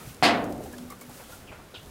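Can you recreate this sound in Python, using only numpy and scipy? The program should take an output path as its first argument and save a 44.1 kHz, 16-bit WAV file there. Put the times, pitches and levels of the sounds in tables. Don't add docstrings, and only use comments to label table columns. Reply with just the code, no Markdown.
import sys
import numpy as np
from scipy import signal
from scipy.fft import rfft, irfft, next_fast_len
from scipy.io import wavfile
from scipy.ndimage import map_coordinates

SR = 44100
rng = np.random.default_rng(int(sys.argv[2]) if len(sys.argv) > 2 else 0)


def gain_from_decibels(decibels):
    exponent = np.asarray(decibels, float) / 20
    return 10 ** exponent


def pcm_store(signal):
    levels = np.round(np.clip(np.atleast_2d(signal), -1, 1) * 32767)
    wavfile.write(sys.argv[1], SR, levels.astype(np.int16).T)


N = 83790

MODE_TOP_HZ = 5350


def door():
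    # t/s, peak level/dB
    knock = [
        (0.225, -9.5),
    ]
    (knock_s, knock_db), = knock
    t = np.arange(N) / SR
    out = np.zeros(N)
    add(out, knock_s + 0.000752, gain_from_decibels(knock_db) * (panels(t) + hollow(t) + sheet(t)))
    walls = signal.butter(8, MODE_TOP_HZ, fs=SR, output="sos")
    add(out, knock_s + 0.0006, gain_from_decibels(knock_db) * signal.sosfilt(walls, blow(t)))
    return out + nudges() + signal.sosfilt(walls, rattles())


def blow(t):
    bend_turns = .2 * (1 - np.exp(-t / .0006))
    thud = np.zeros(len(t))
    for db, hz, t60_s in [(-1.5, 735, .045), (-5, 1100, .006), (-1, 2100, .0022)]:
        thud -= gain_from_decibels(db - 60 * t / t60_s) * np.sin(2 * np.pi * (hz * t + bend_turns))
    flex = gain_from_decibels(-13.5 - 60 * t / 0.068) * np.sin(2 * np.pi * 140 * t)
    return thud + flex


def panels(t):
    # f/Hz, level/dB, t60/s, twin offset/Hz
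    door_modes = [(190.9, -31.5, 2.14, 2.4), (220.7, -23.5, 1.4, 6.3), (290.6, -17, 1.1, 5.7),
                  (375, -21, 1.12, 6.85), (419, -36, 0.88, 10), (494, -34.5, 2.1, 3.5),
                  (570, -29.5, 1.66, 4.2), (660, -22, 0.96, 5.3), (694, -15, 0.8, 2.9),
                  (720.5, -16.5, 0.82, 4.1), (767, -25.5, 1.12, 5.3), (912, -18.5, 0.53, 3.4),
                  (1136, -17, 0.32, 11.3),
                  (812, -30, .5, 3), (1023, -36, 0.37, 12), (1394, -38, 0.3, 5), (1640, -20.5, 0.45, 7.8),
                   (1923, -24.5, 0.51, 9.1), (2001, -11, 0.28, 2.4), (2191, -16, 0.37, 4.7),
                   (2764, -26, 0.27, 10), (2790, -21, 0.22, 14), (2982, -28, 0.42, 13.6),
                   (3390, -37, 0.18, 9), (3795, -24, .25, 3.1), (4320, -27, 0.18, 11),
                   (4820, -20, 0.15, 12)]
    twin_share, rise_s = 0.42, .005
    ring = np.zeros(len(t))
    for hz, db, t60_s, twin_hz in door_modes:
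        start_turns = rng.random()
        mode = np.sin(2 * np.pi * (hz * t + start_turns))
        twin = np.sin(2 * np.pi * ((hz + twin_hz) * t + start_turns))
        ring += gain_from_decibels(db - 60 * t / t60_s) * (mode - twin_share * twin)
    return ring * (1 - np.exp(-t / rise_s))


def hollow(t):
    hz, twin_hz, twin_share, db, t60_s = 244.2, 3.96, 0.59, -20.5, 1.14
    beat = np.sin(2 * np.pi * hz * t) - twin_share * np.sin(2 * np.pi * (hz + twin_hz) * t)
    return gain_from_decibels(db - 60 * t / t60_s) * beat


def sheet(t):
    # f/Hz, level/dB per Hz
    sheet_tone = [(150, -10), (300, -6), (725, -6), (1400, -8), (2780, -9.5), (5200, -13.5), (5450, -15.5),
                  (10000, -20), (15500, -36)]
    # f/Hz, t60/s
    sheet_decay = [(70, 1.7), (150, 1.66), (300, 1.38), (700, 0.73), (1800, 0.47), (4800, 0.26),
                   (12800, 0.14)]
    count, low_hz, hold_s, rise_s = 360, 150, 0.039, .007
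    scatter_db, t60_scatter = 2.5, 0.05
    hiss_db, step_db = -2.5, -3
    level_db, lumps_db, low_cut_hz = -9.5, .3, 78

    def aged(s):
        return np.hypot(s, hold_s) - hold_s

    place = (np.arange(count) + rng.random(count)) / count
    hz = low_hz + (MODE_TOP_HZ - low_hz) * place ** 1.3
    gain = gain_from_decibels(along(sheet_tone, hz) + scatter_db * rng.standard_normal(count)) * np.sqrt(np.gradient(hz))
    t60_s = along(sheet_decay, hz) * np.exp(t60_scatter * rng.standard_normal(count))
    short = t[:SR]
    fade = np.exp(np.outer(-np.log(1000) / t60_s, aged(short)))
    waves = np.sin(2 * np.pi * (np.outer(hz, short) + rng.random((count, 1))))
    modes = gain @ (fade * waves) * np.minimum(1, 5 * (1 - short))

    bins_hz, frames_s, z = signal.stft(rng.standard_normal(N), SR, nperseg=768)
    fade_db = -60 * aged(frames_s) / along(sheet_decay, bins_hz)[:, None]
    hiss = signal.istft(z * gain_from_decibels(fade_db), SR, nperseg=768)[1][:N]

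    def dense(f):
        share = np.where(f < MODE_TOP_HZ, gain_from_decibels(hiss_db), gain_from_decibels(step_db))
        return gain_from_decibels(along(sheet_tone, f)) * share * (f > low_cut_hz)

    cloud = filtered(hiss, dense) * np.sqrt(SR / 2)
    cloud[:SR] += np.sqrt(2) * modes
    power = np.mean(gain_from_decibels(2 * along(sheet_tone, bins_hz))) * SR / 2
    level = gain_from_decibels(level_db + lumps_db * wobble(29.6))
    return level * cloud / np.sqrt(power) * (1 - np.exp(-t / rise_s))


def rattles():
    # t/s, level/dB, f/Hz, t60/s
    slaps = [(.2325, -10, 740, 0.017), (.236, -19, 4260, 0.09), (.2365, -16.5, 2840, 0.069),
             (.2425, -15, 2000, 0.027), (.248, -24, 4650, 0.048), (.249, -41, 2450, 0.024),
             (.259, -14.5, 770, 0.04), (.2595, -15, 2720, 0.041), (.272, -34, 3420, 0.049),
             (.288, -24, 1910, .06), (.29, -26, 700, 0.28), (.308, -28, 2580, 0.064),
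             (.405, -32, 564, 0.11), (.478, -28, 392, 0.064), (.545, -35.5, 700, 0.11),
             (.635, -40, 434, 0.15), (.655, -49.5, 774, 0.24), (.441, -34, 660, 0.18),
             (.46, -26, 704, 0.06), (.498, -30.5, 570, 0.18), (.603, -33.5, 590, 0.07),
             (.771, -46, 660, 0.14)]
    return bursts(slaps, 0.24, rise_s=0.0022)


def nudges():
    # t/s, length/s, level/dB, f/Hz
    sways = [
        (.725, .235, -39.5, 246.5),
        (1.005, .17, -47, 245),
    ]
    out = np.zeros(N)
    for s, length_s, db, hz in sways:
        u = np.arange(round(length_s * SR)) / SR
        swell = np.abs(np.sin(np.pi * (u / length_s) ** 0.57)) ** 0.66
        add(out, s, gain_from_decibels(db) * swell * np.sin(2 * np.pi * hz * u))
    return out


def weeds():
    # t/s, level/dB
    shuffling = [(0, -52), (.05, -53), (.09, -50), (.14, -55), (.17, -59.5), (.58, -60), (.66, -53.5),
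                 (.71, -57), (.82, -55.5), (.87, -59), (1.06, -58), (1.172, -51), (1.27, -56), (1.328, -50),
                 (1.45, -61), (1.7, -64.5), (1.8, -60), (1.9, -58)]
    # f/Hz, level/dB per Hz
    weed_tone = [(350, -51), (600, -26), (1360, -4.5), (2070, -11), (2280, -10.5), (10600, -9),
                 (15500, -12)]
    # t/s, level/dB, f/Hz, t60/s
    snaps = [(.1446, -41, 5830, .02), (.4409, -37.5, 5530, 0.023), (.449, -47, 5960, 0.024),
             (.493, -53, 11000, 0.16), (.5237, -37.5, 6360, 0.023), (.6085, -50, 8000, .01),
             (.6374, -41, 8000, 0.019), (.7272, -42, 7900, 0.032), (.781, -42, 4700, 0.04),
             (.9009, -41, 7900, 0.055), (.917, -47.5, 9000, 0.095), (1.0096, -42, 9700, 0.089),
             (1.065, -57, 13000, 0.018), (1.0939, -44.5, 9500, 0.032), (1.8287, -44, 9100, 0.017),
             (.5626, -44, 10000, .008),
        (.5786, -39, 8000, .008),
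    ]
    rustle_db, grain_db, grains_per_s = 3, 2.5, 2300
    struck = rng.random(N) < grains_per_s / SR
    grains = struck * gain_from_decibels(grain_db * rng.exponential(size=N)) * rng.standard_normal(N)
    mixed = .5 * unit(grains) + rng.standard_normal(N)
    hiss = unit(filtered(mixed, lambda f: gain_from_decibels(along(weed_tone, f))))
    s, level_db = np.transpose(shuffling)
    shuffle_db = np.interp(np.arange(N) / SR, s, level_db) + 0.45 * wobble(30.5)
    return gain_from_decibels(rustle_db + shuffle_db) * hiss + bursts(snaps, 2, rise_s=0.00089)


def hooves():
    # t/s, level/dB, f/Hz, t60/s
    taps = [(.001, -51.5, 1250, 0.4), (.732, -40, 1705, 0.065), (0.7834, -36, 3360, 0.028),
            (.905, -41.5, 2174, 0.075), (.924, -37, 770, 0.047), (1.012, -44.5, 1126, 0.069),
            (1.079, -50.5, 422, 0.15), (1.196, -41, 476, 0.089), (1.292, -39, 505, 0.051),
            (1.32, -49, 1396, 0.22), (1.515, -35.5, 620, 0.06), (1.535, -51, 1410, 0.28),
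            (1.589, -50.5, 1360, 0.14), (1.74, -42.5, 1420, 0.086)]
    # t/s, level/dB, f/Hz, t60/s
    plank_notes = [(0.9017, -37.5, 1158, 0.067), (0.9228, -32.5, 1154, 0.036), (.936, -43, 1185, 0.066),
                   (1.014, -46.5, 2227, 0.13), (1.7385, -33, 470, 0.015), (1.746, -38, 395, 0.025),
                   (1.748, -51, 1463, .06), (1.76, -43, 1450, 0.062), (.6035, -35, 710, 0.036)]
    # t/s, level/dB, f/Hz, t60/s
    thumps = [(0.073, -27, 125, 0.053), (0.105, -35, 140, 0.076), (.66, -40, 80, 0.43),
              (0.849, -35.5, 89.5, 0.071), (1.083, -33, 139, 0.05), (1.329, -44, 94, 0.097),
              (1.407, -46, 161, 0.037), (1.5, -34.5, 78.5, 0.061), (1.601, -48, 79.5, 0.12),
              (1.728, -53, 250, 0.1), (1.773, -39, 98, 0.091), (1.817, -43, 140, 0.05)]
    splash = [(s, db + 0.5, 700, 1.08 * t60_s) for s, db, hz, t60_s in taps]
    out = bursts(taps, .075, rise_s=0.0047) + bursts(splash, 1.4, rise_s=0.0053) + tin()
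    t = np.arange(SR // 4) / SR
    for rows, rise_s in [(plank_notes, 0.00083), (thumps, 0.0021)]:
        for s, db, hz, t60_s in rows:
            decay = gain_from_decibels(db - 60 * t / t60_s) * (1 - np.exp(-t / rise_s))
            add(out, s, decay * np.sin(2 * np.pi * hz * t))
    return out


def tin():
    # t/s, level/dB, f/Hz, t60/s
    scrapes = [(.001, -56.5, 2330, 1), (1.192, -57, 2000, 0.26), (1.235, -58, 3160, 1),
               (1.03, -52, 450, .3), (1.092, -46.5, 750, 0.085), (1.165, -50.5, 480, 0.22),
               (1.514, -48.5, 1340, 0.18), (1.519, -49, 2320, 0.28), (1.587, -47, 800, 0.091),
               (1.742, -48, 3440, 0.28)]
    # t/s, level/dB, f/Hz, t60/s
    ribs = [(1.7418, -44, 3540, .07), (1.7485, -38.5, 3270, 0.06), (1.7595, -40.5, 2770, 0.056),
            (1.7655, -50, 3450, .05), (1.7715, -48, 3850, 0.089), (1.78, -48, 2900, 0.074),
            (1.794, -52, 3350, 0.21)]
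    return bursts(scrapes, .48, rise_s=0.0015) + bursts(ribs, .3, rise_s=0.00078)


def squeak():
    start_s, length_s, top_hz, fall, rough_rad = 1.472, .042, 3120, .17, 1.6
    out, u = np.zeros(N), np.linspace(0, 1, round(length_s * SR))
    for ratio, db in [(1, -50), (.87, -52)]:
        phase = 2 * np.pi * np.cumsum(ratio * top_hz * (1 - fall * u)) / SR
        grip_db = 4 * wobble(300)[:len(u)]
        tone = np.sin(phase + rough_rad * wobble(600)[:len(u)])
        add(out, start_s, gain_from_decibels(db + grip_db) * np.sin(np.pi * u) ** .5 * tone)
    return out


def air():
    # f/Hz, level/dB per Hz
    air_tone = [(12, -41), (20, -1), (133, -5.5), (430, -11), (618, -13.5), (965, -17.5), (1390, -19),
                (15700, -40.5)]
    # t/s, bass swell level/dB
    wind = [(0, 2), (.2, 4), (.5, 5), (.8, 0.5), (1.05, -1.5), (1.2, 2), (1.5, 2), (1.7, -3), (1.9, 2.5)]
    noise = unit(filtered(rng.standard_normal(N), lambda f: gain_from_decibels(along(air_tone, f))))
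    low = filtered(noise, lambda f: 1 / (1 + (f / 300) ** 2))
    swell_db = np.interp(np.arange(N) / SR, *np.transpose(wind))
    return gain_from_decibels(-48.5) * (noise - low + low * gain_from_decibels(swell_db + 2.5 * wobble(6.75)))


def bursts(rows, width, rise_s):
    out, t = np.zeros(N), np.arange(SR // 4) / SR
    for s, db, hz, t60_s in rows:
        def resonance(f):
            damping = 1j * f * hz * width
            return (damping / (hz * hz - f * f + damping)) ** 2

        noise = unit(filtered(rng.standard_normal(len(t)), resonance))
        add(out, s, gain_from_decibels(db - 60 * t / t60_s) * (1 - np.exp(-t / rise_s)) * noise)
    return out


def unit(x):
    return x / np.sqrt(np.mean(x ** 2) + 1e-20)


def along(points, hz):
    f, v = np.transpose(points)
    return np.interp(np.log(hz + 1), np.log(f + 1), v)


def wobble(rate_hz):
    knots = rng.standard_normal(int(N * rate_hz / SR) + 4)
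    return map_coordinates(knots, [np.arange(N) * rate_hz / SR])


def filtered(x, response):
    m = next_fast_len(len(x) + 8192)
    return irfft(rfft(x, m) * response(np.fft.rfftfreq(m, 1 / SR)), m)[:len(x)]


def add(out, s, x):
    part = out[max(round(s * SR), 0):][:len(x)]
    part += x[:len(part)]


def scene():
    return (door() + weeds() + hooves() + squeak() + air())[None]


def low_pass(x):
    return signal.sosfilt(signal.butter(12, 15870, fs=SR, output="sos"), x)


def record(dry):
    low_hz, top_hz = 45, 15850
    heard = filtered(dry[0], lambda f: (f < top_hz) * 1j * f / (low_hz + 1j * f))
    return low_pass(heard[None])


dry = scene()
out = record(dry)
pcm_store(out)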